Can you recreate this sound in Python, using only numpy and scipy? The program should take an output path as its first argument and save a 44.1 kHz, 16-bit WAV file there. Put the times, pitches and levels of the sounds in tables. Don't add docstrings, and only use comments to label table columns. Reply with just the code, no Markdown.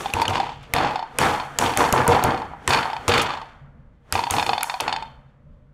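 import sys
import numpy as np
from scipy import signal
from scipy.fft import rfft, irfft, next_fast_len
from scipy.io import wavfile
from scipy.ndimage import map_coordinates

SR = 44100
rng = np.random.default_rng(int(sys.argv[2]) if len(sys.argv) > 2 else 0)


def waveform_to_disk(signal):
    frames = np.transpose(np.atleast_2d(signal))
    scaled = np.clip(frames, -1, 1) * 32767
    samples = np.round(scaled).astype(np.int16)
    wavfile.write(sys.argv[1], SR, samples)


def volts_from_decibels(level):
    exponent = np.asarray(level, float) / 20
    return 10 ** exponent


N = 253069


def unit(x):
    return x / np.sqrt(np.mean(x ** 2) + 1e-20)


def peak(x):
    return x / np.abs(x).max()


def add(track, s, sound):
    track[round(s * SR):][:len(sound)] += sound


def along(points, hz):
    f, v = np.transpose(points)
    return np.interp(np.log(hz + 1), np.log(f + 1), v, left=-120, right=-120)


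def coloured(x, spectrum):
    m = next_fast_len(len(x) + 8192)
    gain = volts_from_decibels(along(spectrum, np.fft.rfftfreq(m, 1 / SR)))
    return unit(irfft(rfft(x, m) * gain, m)[:len(x)])


def below(x, hz):
    m = next_fast_len(N + 8192)
    return irfft(rfft(x, m) * (np.fft.rfftfreq(m, 1 / SR) < hz), m)[..., :N]


def ring(modes, t, attack, scatter_db, spread=.005):
    hz, db, t60 = np.transpose(modes)[:, :, None]
    chance = rng.standard_normal((2, len(modes), 1))
    decay = volts_from_decibels(db + scatter_db * chance[0] - 60 * t / t60)
    tones = decay * np.sin(2 * np.pi * hz * (1 + spread * chance[1]) * t)
    return tones.sum(axis=0) * (1 - np.exp(-t / attack))


def grains(fresh, per_s, spread_db, life, smooth):
    sizes = np.minimum(rng.exponential(size=N), 2.2)
    taps = (rng.random(N) < per_s / SR) * volts_from_decibels(spread_db * sizes)
    t = np.arange(SR // 40) / SR
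    rubs = np.sqrt(np.abs(signal.fftconvolve(taps ** 2, volts_from_decibels(-120 * t / life))[:N]))
    power = fresh ** 2 * unit(rubs) ** 2 + 1 - fresh ** 2 + smooth ** 2
    return np.sqrt(power) * rng.standard_normal(N)


# time of the blow in seconds, strength in dB, rise in dB/s.
SWINGS = [
    (.7365, -4, 150),
    (1.1854, 0.5, 155.5),
    (1.5854, 1.5, 110.5),
    (2.677, 0.5, 155),
    (3.08, 2.5, 97),
    (4.125, -5, 252),
]
# chatter, boom, crunch and hiss in dB, swelling in seconds.
JOLTS = [(-38.5, -31, -30, -47, 0.055), (-31.5, -24.5, -32, -54, 0.073), (-38.5, -27, -26.5, -55, 0.11),
         (-25.5, -22, -26.5, -54.5, 0.11), (-21, -18, -22.5, -39, 0.079), (-27, -21.5, -24, -39, 0.076),
         (-22, -19, -25.5, -39.5, 0.052), (-23, -19, -28.5, -45.5, 0.076),
         (-24, -17.5, -24.5, -45.5, 0.069), (-25.5, -18.5, -32, -53.5, 0.054),
         (-22, -23.5, -23, -43.5, 0.091), (-23.5, -20.5, -19.5, -47, 0.12), (-40, -29, -28, -45.5, 0.053),
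         (-31, -26, -30, -40, 0.072), (-35.5, -29.5, -33, -51, 0.034), (-38.5, -59, -41.5, -48.5, 0.083),
         (-34, -32.5, -34.5, -60, 0.084)]
# chatter, boom, crunch, hiss.
# Start below the top in dB; fall in dB/s; share of the swelling time (spray peaks early).
SWELL_DB = [7.3, 5.5, 0.79, 7.8]
FALL_DB_S = [97, 120, 110, 95]
SWELL_SHARE = [0.69, 0.86, 1, 0.34]
SWING_DB = [-44, -38, -44.5, -67]
REST_DB = [-74, -66, -76, -99.5]
LINGER_DB = [-12, -21.5, -40.5, -42]
LINGER_DB_S = [50, 50, 55.2, 95]


def shake(column):
    step = 32
    t, k = np.arange(0, N + step, step) / SR, column - 1
    calm = volts_from_decibels(2 * REST_DB[k])
    for s, db, rise in SWINGS:
        calm = calm + (t < s) * volts_from_decibels(2 * (SWING_DB[k] + db - rise * np.abs(t - s)))
    busy = np.zeros_like(t)
    earlier_s = -0.027
    for s, jolt in zip([earlier_s] + [row[0] for row in SLAPS], JOLTS):
        top_s = max(SWELL_SHARE[k] * jolt[-1], .005)
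        swell = np.clip(1 - (t - s) / top_s, 0, 1)
        late = np.maximum(t - s - top_s, 0)
        power = (t >= s) * volts_from_decibels(2 * (jolt[k] - SWELL_DB[k] * swell))
        busy += power * volts_from_decibels(-2 * FALL_DB_S[k] * late)
        calm += power * volts_from_decibels(2 * (LINGER_DB[k] - LINGER_DB_S[k] * late))
    return [np.interp(np.arange(N) / SR, t, v) for v in (np.sqrt(busy + calm), busy / (busy + calm))]


# time in seconds, table boom in dB, rustle in dB.
STIRS = [
    (.56, -45.5, -71),
    (.64, -56.5, -46),
    (2.5, -42.5, -71.5),
    (2.999, -51, -64.5),
    (3.8, -58, -81),
    (3.95, -56.5, -77),
    (5.299, -59, -71),
    (5.54, -57.5, -78),
]
STIR_DB_S = [89.5, 297.5]


def stir(column):
    t = np.arange(N) / SR
    return sum(volts_from_decibels(row[column] - STIR_DB_S[column - 1] * np.abs(t - row[0])) for row in STIRS)


# frequency in Hz, density in dB per Hz.
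HUM = [(13, -35), (22, -6.5), (76, -8.5), (109, -18.5), (140, -1), (165, -19.5), (242, -16), (356, -41.5),
       (602, -22), (653, -46), (1100, -38.5), (1580, -60.5), (16000, -82.5)]


def hum():
    level_db, wavers_db = -60, 4.5
    waver = map_coordinates(rng.standard_normal(40), [np.arange(N) * 6 / SR])
    return volts_from_decibels(level_db + 8.0 + wavers_db * waver) * coloured(rng.standard_normal(N), HUM)


# frequency in Hz, t60 in seconds.
KITCHEN = [(100, .5), (400, .3), (1000, .34), (3000, .3), (7000, .28), (14000, .26)]


def kitchen(x, decays, piece=.3):
    out, step = np.zeros(N + 2 * SR), round(piece * SR)
    for start in range(0, N, step):
        hz, t, z = signal.stft(rng.standard_normal(SR * 3 // 4), SR, nperseg=256)
        t60 = along(decays, np.clip(hz, decays[0][0], decays[-1][0]))
        tail = signal.istft(z * volts_from_decibels(-60 * t / t60[:, None]), SR, nperseg=256)[1]
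        echo = signal.fftconvolve(x[start:start + step], tail / np.linalg.norm(tail))
        add(out, start / SR + .006, echo)
    return out[:N]


# frequency in Hz, width in Hz, level in dB.
DISHES = [(900, 180, -7), (1580, 99, -13.5), (2250, 100, -11), (2580, 130, -8), (3050, 180, -4),
          (3270, 140, -4.5), (3587, 50, -3), (4310, 130, -2), (4560, 80, -4), (5330, 80, -7),
          (6600, 120, -9.5), (7200, 100, -10)]
# frequency in Hz, t60 in seconds.
DISH_RING = [(100, .5), (900, 0.46), (2400, 0.45), (3300, .52), (4400, 0.39), (5500, 0.36), (14000, 0.31)]


def dishes(shaken):
    m = next_fast_len(N + 8192)
    f = np.fft.rfftfreq(m, 1 / SR)
    bands = sum(volts_from_decibels(db) / (1 + (2 * (f - hz) / width) ** 2) for hz, width, db in DISHES)
    return volts_from_decibels(-4.5) * kitchen(irfft(rfft(shaken, m) * bands, m)[:N], DISH_RING)


# frequency in Hz, density in dB per Hz.
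BOOM = [(13, -52.5), (22, -8.5), (43, -18), (88, -3), (110, -8.5), (133, 0), (160, -10), (247, -5),
        (330, -7), (420, -8.5), (474, -0.5), (540, -9.5), (700, -13.5), (1000, -100)]
RUMBLE = [(13, -39.5), (25, -7.5), (60, -0.5), (130, 0), (220, -8), (320, -18), (600, -60)]


def table():
    boom = shake(column=2)[0] * volts_from_decibels(-3.5) * coloured(rng.standard_normal(N), BOOM)
    return boom + stir(column=1) * coloured(rng.standard_normal(N), RUMBLE)


# start in seconds, peak in dB, frequency in Hz.
BUMPS = [(.141, -27, 70), (0.738, -22, 67), (1.19, -46.5, 90), (1.589, -27, 90), (1.776, -24.5, 110),
         (1.93, -15, 110), (2.083, -18.5, 130), (2.241, -14, 150), (2.679, -25, 70), (3.086, -23, 90),
         (4.127, -27, 70), (4.313, -30, 70), (5.503, -40, 40.2)]


def bumps():
    out, t = np.zeros(N + SR), np.arange(SR // 8) / SR
    cycles = 1.3
    for s, db, hz in BUMPS:
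        swing = ring([(hz, 0, 2 * cycles / hz)], t, attack=0.0025, scatter_db=0)
        add(out, s, -volts_from_decibels(db) * peak(swing))
    return out[:N]


# frequency in Hz, density in dB per Hz.
SWISH = [(3500, -41), (5500, -1.5), (7000, -3.5), (10000, -7), (13000, -14), (15600, -17), (16000, -80)]
# start in seconds, peak in dB.
SPITS = [(0.214, -24), (0.295, -27.5), (0.6275, -48), (1.8088, -41.5), (2.6925, -21.5), (2.7274, -22),
         (3.0835, -18), (3.12, -38), (3.137, -22.5), (3.1767, -20.5), (3.2156, -18), (4.3441, -41)]


def swish():
    out, t = np.zeros(N + SR), np.arange(SR // 8) / SR
    for s, db in SPITS:
        envelope = (1 - np.exp(-t / 0.0011)) * volts_from_decibels(-60 * t / 0.063)
        puff = envelope * coloured(rng.standard_normal(len(t)), SWISH)
        add(out, s, volts_from_decibels(db - 2.0) * peak(puff))
    gain, fresh = shake(column=4)
    spray = grains(fresh, per_s=320, spread_db=3.5, life=.03, smooth=1.7)
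    return out[:N] + gain * volts_from_decibels(5.5) * coloured(spray, SWISH)


# frequency in Hz, density in dB per Hz.
CRUNCH = [(350, -43.5), (550, -3), (1200, 2), (1800, -4.5), (2500, -1.5), (3600, -4.5), (3900, -10),
          (4500, -10.5), (5200, -16), (7500, -21), (10000, -36)]


def crunch():
    gain, fresh = shake(column=3)
    crackle = grains(fresh, per_s=350, spread_db=3.5, life=0.04, smooth=0.39)
    return (gain + stir(column=2)) * volts_from_decibels(-4.5) * coloured(crackle, CRUNCH)


# frequency in Hz, density in dB per Hz.
CHATTER = [(300, -48), (520, -11), (680, -3.5), (780, -1.5), (900, -4), (1020, -4.5), (1150, -2.5),
           (1500, -5), (2200, -12.5), (3500, -33), (6000, -71.5)]


def chatter():
    gain, fresh = shake(column=1)
    contacts = grains(fresh, per_s=680, spread_db=-2.0, life=0.0099, smooth=0.21)
    return gain * volts_from_decibels(1.0) * coloured(contacts, CHATTER)


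# frequency in Hz, level in dB, t60 in seconds.
BLOCK_LOW = [(488, -7, 0.015), (770, -8.5, 0.056), (825.2, 0.5, 0.05), (899, 2, 0.041),
             (959.7, -0.5, 0.048), (1040, -4, .03), (1124, -4, 0.019), (1370, -11.5, 0.025),
             (1611, -8.5, 0.041)]
BLOCK_HIGH = [(2370, -16, 0.0043), (2472, -0.5, 0.021), (3080, -8.5, 0.022), (3561, -9, 0.044),
              (4292, -4.5, 0.021), (4586, -9.5, 0.039), (5213, -13.5, 0.039), (6000, -27, 0.017),
              (6700, -17, 0.028), (7970, -25.5, 0.039), (9050, -24, 0.028)]
# frequency in Hz, density in dB per Hz.
EDGE = [(700, -38), (1500, 0.5), (3000, 0), (5000, -10.5), (6000, -22.5), (7000, -19.5), (10000, -32),
        (12000, -41), (15500, -47), (16000, -88.5)]
# start in seconds, peak in dB, upper modes in dB re peak, favoured body pitch in Hz.
LANDINGS = [(0.046, -24.5, -13, 791), (0.058, -13, -11.5, 880), (0.1, -30.5, 1.5, 805),
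            (0.152, -20.5, -12.5, 956), (0.167, -13, -21.5, 895), (0.186, -15.5, -10.5, 810),
            (0.198, -11, -14, 900), (0.217, -8, -9, 800), (0.253, -15, -4, 810), (0.289, -21, -16, 783),
            (0.309, -12.5, -25, 766), (0.325, -17, -19, 721), (0.34, -18.5, -17, 877), (0.355, -11, -8, 799),
            (0.369, -17.5, -5.5, 896), (0.378, -14, -16.5, 891), (0.4, -10, -11.5, 816), (0.432, -16, -23, 797),
            (0.466, -23, -10, 888), (0.491, -20.5, -11.5, 810), (0.518, -25.5, -14.5, 865),
            (0.75, -17, -13, 780), (0.763, -9.5, -5.5, 775), (0.783, -12, -7.5, 790),
            (0.803, -10.5, -27.5, 940), (0.816, -19.5, -19, 766), (0.846, -9, -15.5, 870),
            (0.864, -14, -17, 790), (0.889, -18, -18, 789), (0.908, -17, -15, 764), (0.936, -25, -14.5, 850),
            (0.957, -12.5, -12.5, 760), (0.992, -16.5, -16.5, 802), (1.026, -16, -17, 810),
            (1.2, -23.5, -8, 770), (1.214, -12, -10.5, 780), (1.224, -14.5, -8.5, 915),
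            (1.235, -15.5, -11, 848), (1.249, -20.5, -11.5, 818), (1.263, -14, -14, 767),
            (1.289, -19.5, -23, 805), (1.289, -19, -16, 880), (1.312, -14.5, -19.5, 727),
            (1.335, -16.5, -15.5, 825), (1.347, -14.5, -12.5, 770), (1.376, -22, -16, 844),
            (1.399, -15.5, -9, 813), (1.415, -23.5, -18, 877), (1.434, -22, -20, 756),
            (1.452, -24.5, -22, 1020),
            (1.599, -25, -16, 996), (1.613, -12, -9.5, 799), (1.623, -9, -22.5, 800),
            (1.636, -14.5, -14.5, 1110), (1.65, -14, -21.5, 770), (1.661, -12, -6, 770),
            (1.694, -11.5, -14, 900), (1.707, -20.5, -13, 931), (1.736, -16, -7, 870),
            (1.764, -16.5, -8.5, 805), (1.783, -19, -20.5, 721), (1.793, -13, -21.5, 727),
            (1.805, -9.5, -11.5, 1040), (1.814, -7.5, -20, 797), (1.839, -14, -11.5, 778),
            (1.849, -11.5, -13, 834), (1.86, -17, -10.5, 770), (1.889, -15.5, -9.5, 796),
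            (1.938, -6, -24, 985), (1.951, -23, -14, 791), (1.962, -7.5, -20, 1000),
            (1.977, -11, -11.5, 945), (2.002, -16.5, -18, 773), (2.015, -14.5, -16, 902),
            (2.043, -16.5, -19.5, 829), (2.066, -10, -14.5, 930), (2.088, -11, -21, 880),
            (2.099, -12.5, -26.5, 773), (2.111, -8.5, -19, 1020), (2.119, -12, -21, 1090),
            (2.119, -9.5, -13, 790), (2.15, -7, -19.5, 900), (2.165, -6, -27.5, 759),
            (2.193, -10, -17.5, 767), (2.225, -12, -15, 780), (2.247, -9, -16.5, 810),
            (2.267, -16.5, -22.5, 894), (2.279, -18.5, -21, 797), (2.29, -14, -23.5, 760),
            (2.305, -13, -13, 759), (2.319, -16.5, -16, 762), (2.344, -15, -13, 780),
            (2.375, -20, -10, 937), (2.4, -23, -17.5, 740), (2.418, -17, -17, 939),
            (2.453, -28, -18.5, 939), (2.515, -31, -25, 770), (2.535, -24, -29, 958),
            (2.69, -19.5, -3.5, 852), (2.705, -9, -4.5, 812), (2.726, -16.5, -1.5, 813),
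           (2.733, -12, 0, 733), (2.745, -14, -1.5, 860), (2.76, -16, -8, 1040), (2.772, -14.5, -3.5, 1000),
           (2.787, -16, -4, 956), (2.812, -24, -20.5, 942), (2.828, -18, -2.5, 935),
           (2.855, -13.5, -16, 913), (2.9, -17.5, -12.5, 810), (2.931, -17, -11.5, 943),
           (2.965, -18, -9.5, 848), (3.01, -29.5, -16, 802), (3.093, -13.5, -1.5, 982),
           (3.119, -18, 4, 776), (3.138, -11, -1.5, 727), (3.148, -20, -6, 967), (3.165, -16, -12, 976),
           (3.178, -20, 6.5, 874), (3.194, -19.5, -0.5, 974), (3.213, -20, -4.5, 985),
           (3.231, -25, -13, 976), (3.246, -15.5, -17.5, 956), (3.27, -22, -14.5, 968),
           (3.304, -15, -11, 952), (3.336, -19, -9, 877), (3.372, -21.5, -13, 872),
           (3.415, -23.5, -14, 952),
            (4.153, -8, -8, 970), (4.177, -18.5, -4.5, 980), (4.191, -9, -12.5, 995), (4.237, -15.5, -5, 820),
          (4.268, -15, -9.5, 861), (4.3, -17, -8, 792), (4.338, -12.5, -8, 770), (4.365, -15, -5.5, 984),
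          (4.383, -8.5, -9.5, 830), (4.396, -12.5, -3, 982), (4.407, -26.5, -7, 878),
          (4.426, -13.5, -5, 843), (4.464, -16, -2, 821), (4.492, -9, -6.5, 984), (4.532, -9.5, -6.5, 848),
          (4.579, -12, -6.5, 837), (4.608, -19, -5, 801), (4.642, -19, -8, 824), (4.697, -15, -3.5, 825),
          (4.74, -16.5, -7.5, 821), (4.801, -16.5, -1, 839), (4.879, -11.5, -5, 847),
          (4.926, -11.5, -4.5, 828), (4.962, -16.5, -4.5, 754), (5.024, -20, -10, 875),
            (0.832, -19, -6.5, 852),
    (.874, -19.5, -6.5, 849),
    (1.300, -19.5, -8.5, 850),
    (2.128, -15.5, -11, 844),
    (4.205, -21, -9.5, 900),
    (4.816, -25, -8.5, 900),
    (4.893, -18.5, -7.5, 946),
    (4.938, -22.5, -12, 947),
]


def knocks():
    out, t = np.zeros(N + SR), np.arange(SR // 14) / SR
    grit = coloured(rng.standard_normal(N + SR), EDGE)
    favour_db = 18
    for s, db, hard_db, body_hz in LANDINGS:
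        struck = [(hz, level - favour_db * abs(np.log2(hz / body_hz)), t60) for hz, level, t60 in BLOCK_LOW]
        body = ring(struck * 2, t, attack=0.0022, scatter_db=6.5, spread=0.018)
        envelope = 0.84 * volts_from_decibels(-60 * t / 0.022) * np.clip(t / .0008, 0, 1)
        click = envelope * grit[round(s * SR):][:len(t)]
        edge = ring(BLOCK_HIGH * 2, t, attack=.0022, scatter_db=2.5, spread=.01) / 1.4 + click
        add(out, s, volts_from_decibels(db - 1.0) * peak(body) + volts_from_decibels(db + hard_db + 4.0) * peak(edge))
    return out[:N]


# start in seconds, peak in dB, frequency in Hz.
POCKETS = [(0.1366, -4.5, 2590), (0.28, -4, 3040), (0.7372, -4.5, 2090), (1.5867, -4, 6800),
           (1.7732, -5.5, 1880), (2.0765, -5.5, 1470), (3.0814, -7.5, 1332), (4.1246, -8.5, 1386),
           (4.308, -8.5, 8730), (4.6283, -8.5, 1330), (2.2378, -14, 6600), (4.1245, -13, 4900),
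           (4.3086, -11, 6400), (2.6765, -8, 2000)]


def pockets():
    out, t = np.zeros(N + SR), np.arange(SR // 40) / SR
    level_db, t60_s = -8, .008
    for s, db, hz in POCKETS:
        pop = ring([(hz, 0, t60_s)], t, attack=0.0021, scatter_db=0)
        add(out, s, volts_from_decibels(db + level_db) * peak(pop))
    return out[:N]


# start in seconds, peak in dB, middle band in dB re peak, airy band in dB re
# peak, table thump in dB.
SLAPS = [(0.137, -19.5, -5, -3, -29.5), (0.2804, -21, -9, -9, -26), (0.7365, -16, -2.5, 2, -49),
         (1.186, -9.5, -8.5, -5.5, -48.5), (1.5866, -6, -13, -10.5, -41), (1.773, -10, -10, -3, -48.5),
         (1.9254, -8.5, -10, -4, -37), (2.0781, -11, -20, -5.5, -22), (2.2381, -16.5, -11, 1, -26.5),
         (2.6763, -9, -6.5, -14, -27), (3.08, -12, -6.5, -13.5, -23), (4.124, -10.5, -13.5, -6, -30),
         (4.308, -14, -9, -2.5, -33.5), (4.4645, -24.5, -15, -5.5, -41), (4.631, -16.5, -5, 3.5, -63),
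         (4.8063, -17.5, -2.5, -4.5, -61.5)]
PRESS_DB = [-40.5, -25, -25, -37.5, -34.5, -19.5, -17.5, -13, -17, -24.5, -13.5, -64, -42.5, -45, -64,
            -28.5]
# frequency in Hz, density in dB per Hz.
SLAP_TOP = [(3000, -50), (4200, -4), (5200, 4), (7000, 9.5), (8800, 0), (10500, -13.5), (13000, -68)]
SLAP_MID = [(300, -32.5), (900, 4.5), (1500, -6.5), (2500, 1), (4000, -7.5), (5500, -37), (8000, -59)]
SLAP_AIR = [(6500, -67), (8500, -6), (10500, 1), (13000, -8.5), (16200, -20), (17000, -68.5)]
# frequency in Hz, level in dB, t60 in seconds.
TABLE = [(96, -5.5, 0.17), (137, -24, 0.24), (180, 0.5, 0.021), (245, -13.5, 0.11)]
THUD = [(277, -2.5, 0.031), (370, -1, 0.07), (481, -3.5, 0.16), (593, 0, 0.072)]


def slaps():
    near, far, t = np.zeros(N + SR), np.zeros(N + SR), np.arange(SR // 3) / SR
    rise = 1 - np.exp(-(t / 0.00041) ** 2)
    snap = rise * (volts_from_decibels(-60 * t / 0.0025) + volts_from_decibels(-29 - 60 * t / 0.02))
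    smack = rise * (volts_from_decibels(-60 * t / 0.021) + volts_from_decibels(-31.0 - 60 * t / 0.027))
    spike = 1. * (np.arange(len(t)) == 64)
    pop_top, pop_mid, pop_air = (coloured(spike, c) for c in (SLAP_TOP, SLAP_MID, SLAP_AIR))
    for (s, db, mid_db, air_db, thump_db), thud_db in zip(SLAPS, PRESS_DB):
        top, mid, air = (coloured(rng.standard_normal(len(t)), c) for c in (SLAP_TOP, SLAP_MID, SLAP_AIR))
        crack = peak(snap * top) + volts_from_decibels(air_db + 4.0) * peak(snap * air)
        crack += volts_from_decibels(mid_db + 6.0) * peak(smack * mid)
        add(near, s + 0.00035, volts_from_decibels(db + 2.0) * crack)
        pop = pop_top + volts_from_decibels(air_db) * pop_air + volts_from_decibels(mid_db - 3.0) * pop_mid
        add(far, s, volts_from_decibels(db - 57.5) * pop)
        thump = ring(TABLE, t, attack=.006, scatter_db=2)
        add(near, s + .003, volts_from_decibels(thump_db + 4) * peak(thump))
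        thud = ring(THUD, t, attack=0.0054, scatter_db=5)
        add(near, s + .005, volts_from_decibels(thud_db + 3.5) * peak(thud))
    return near[:N], far[:N]


# frequency in Hz, level in dB.
ECHO_COLOUR = [(20, -3.5), (900, 2.5), (2000, 0), (3400, -6.5), (3900, -6.5), (4400, 2.5), (5000, -8),
               (20000, -14)]


def scene():
    near, far = slaps()
    block, tremble = knocks(), chatter() + crunch()
    sent = volts_from_decibels(-12) * block + volts_from_decibels(-10) * tremble
    returned = volts_from_decibels(1.5) * np.std(sent) * coloured(sent, ECHO_COLOUR)
    room = kitchen(volts_from_decibels(13.0) * far + returned, KITCHEN)
    shaken = tremble + table() + bumps() + dishes(block + tremble)
    return (near + below(block + room, 15700) + shaken + swish() + hum() + pockets())[None]


def low_pass(x):
    return signal.sosfilt(signal.butter(12, 16820, fs=SR, output="sos"), x)


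def record(dry):
    top, knee = .68, 6
    rounded = dry / (1 + np.abs(dry / top) ** knee) ** (1 / knee)
    mix = below(rounded, 16800)
    return low_pass(mix)


dry = scene()
out = record(dry)
waveform_to_disk(out)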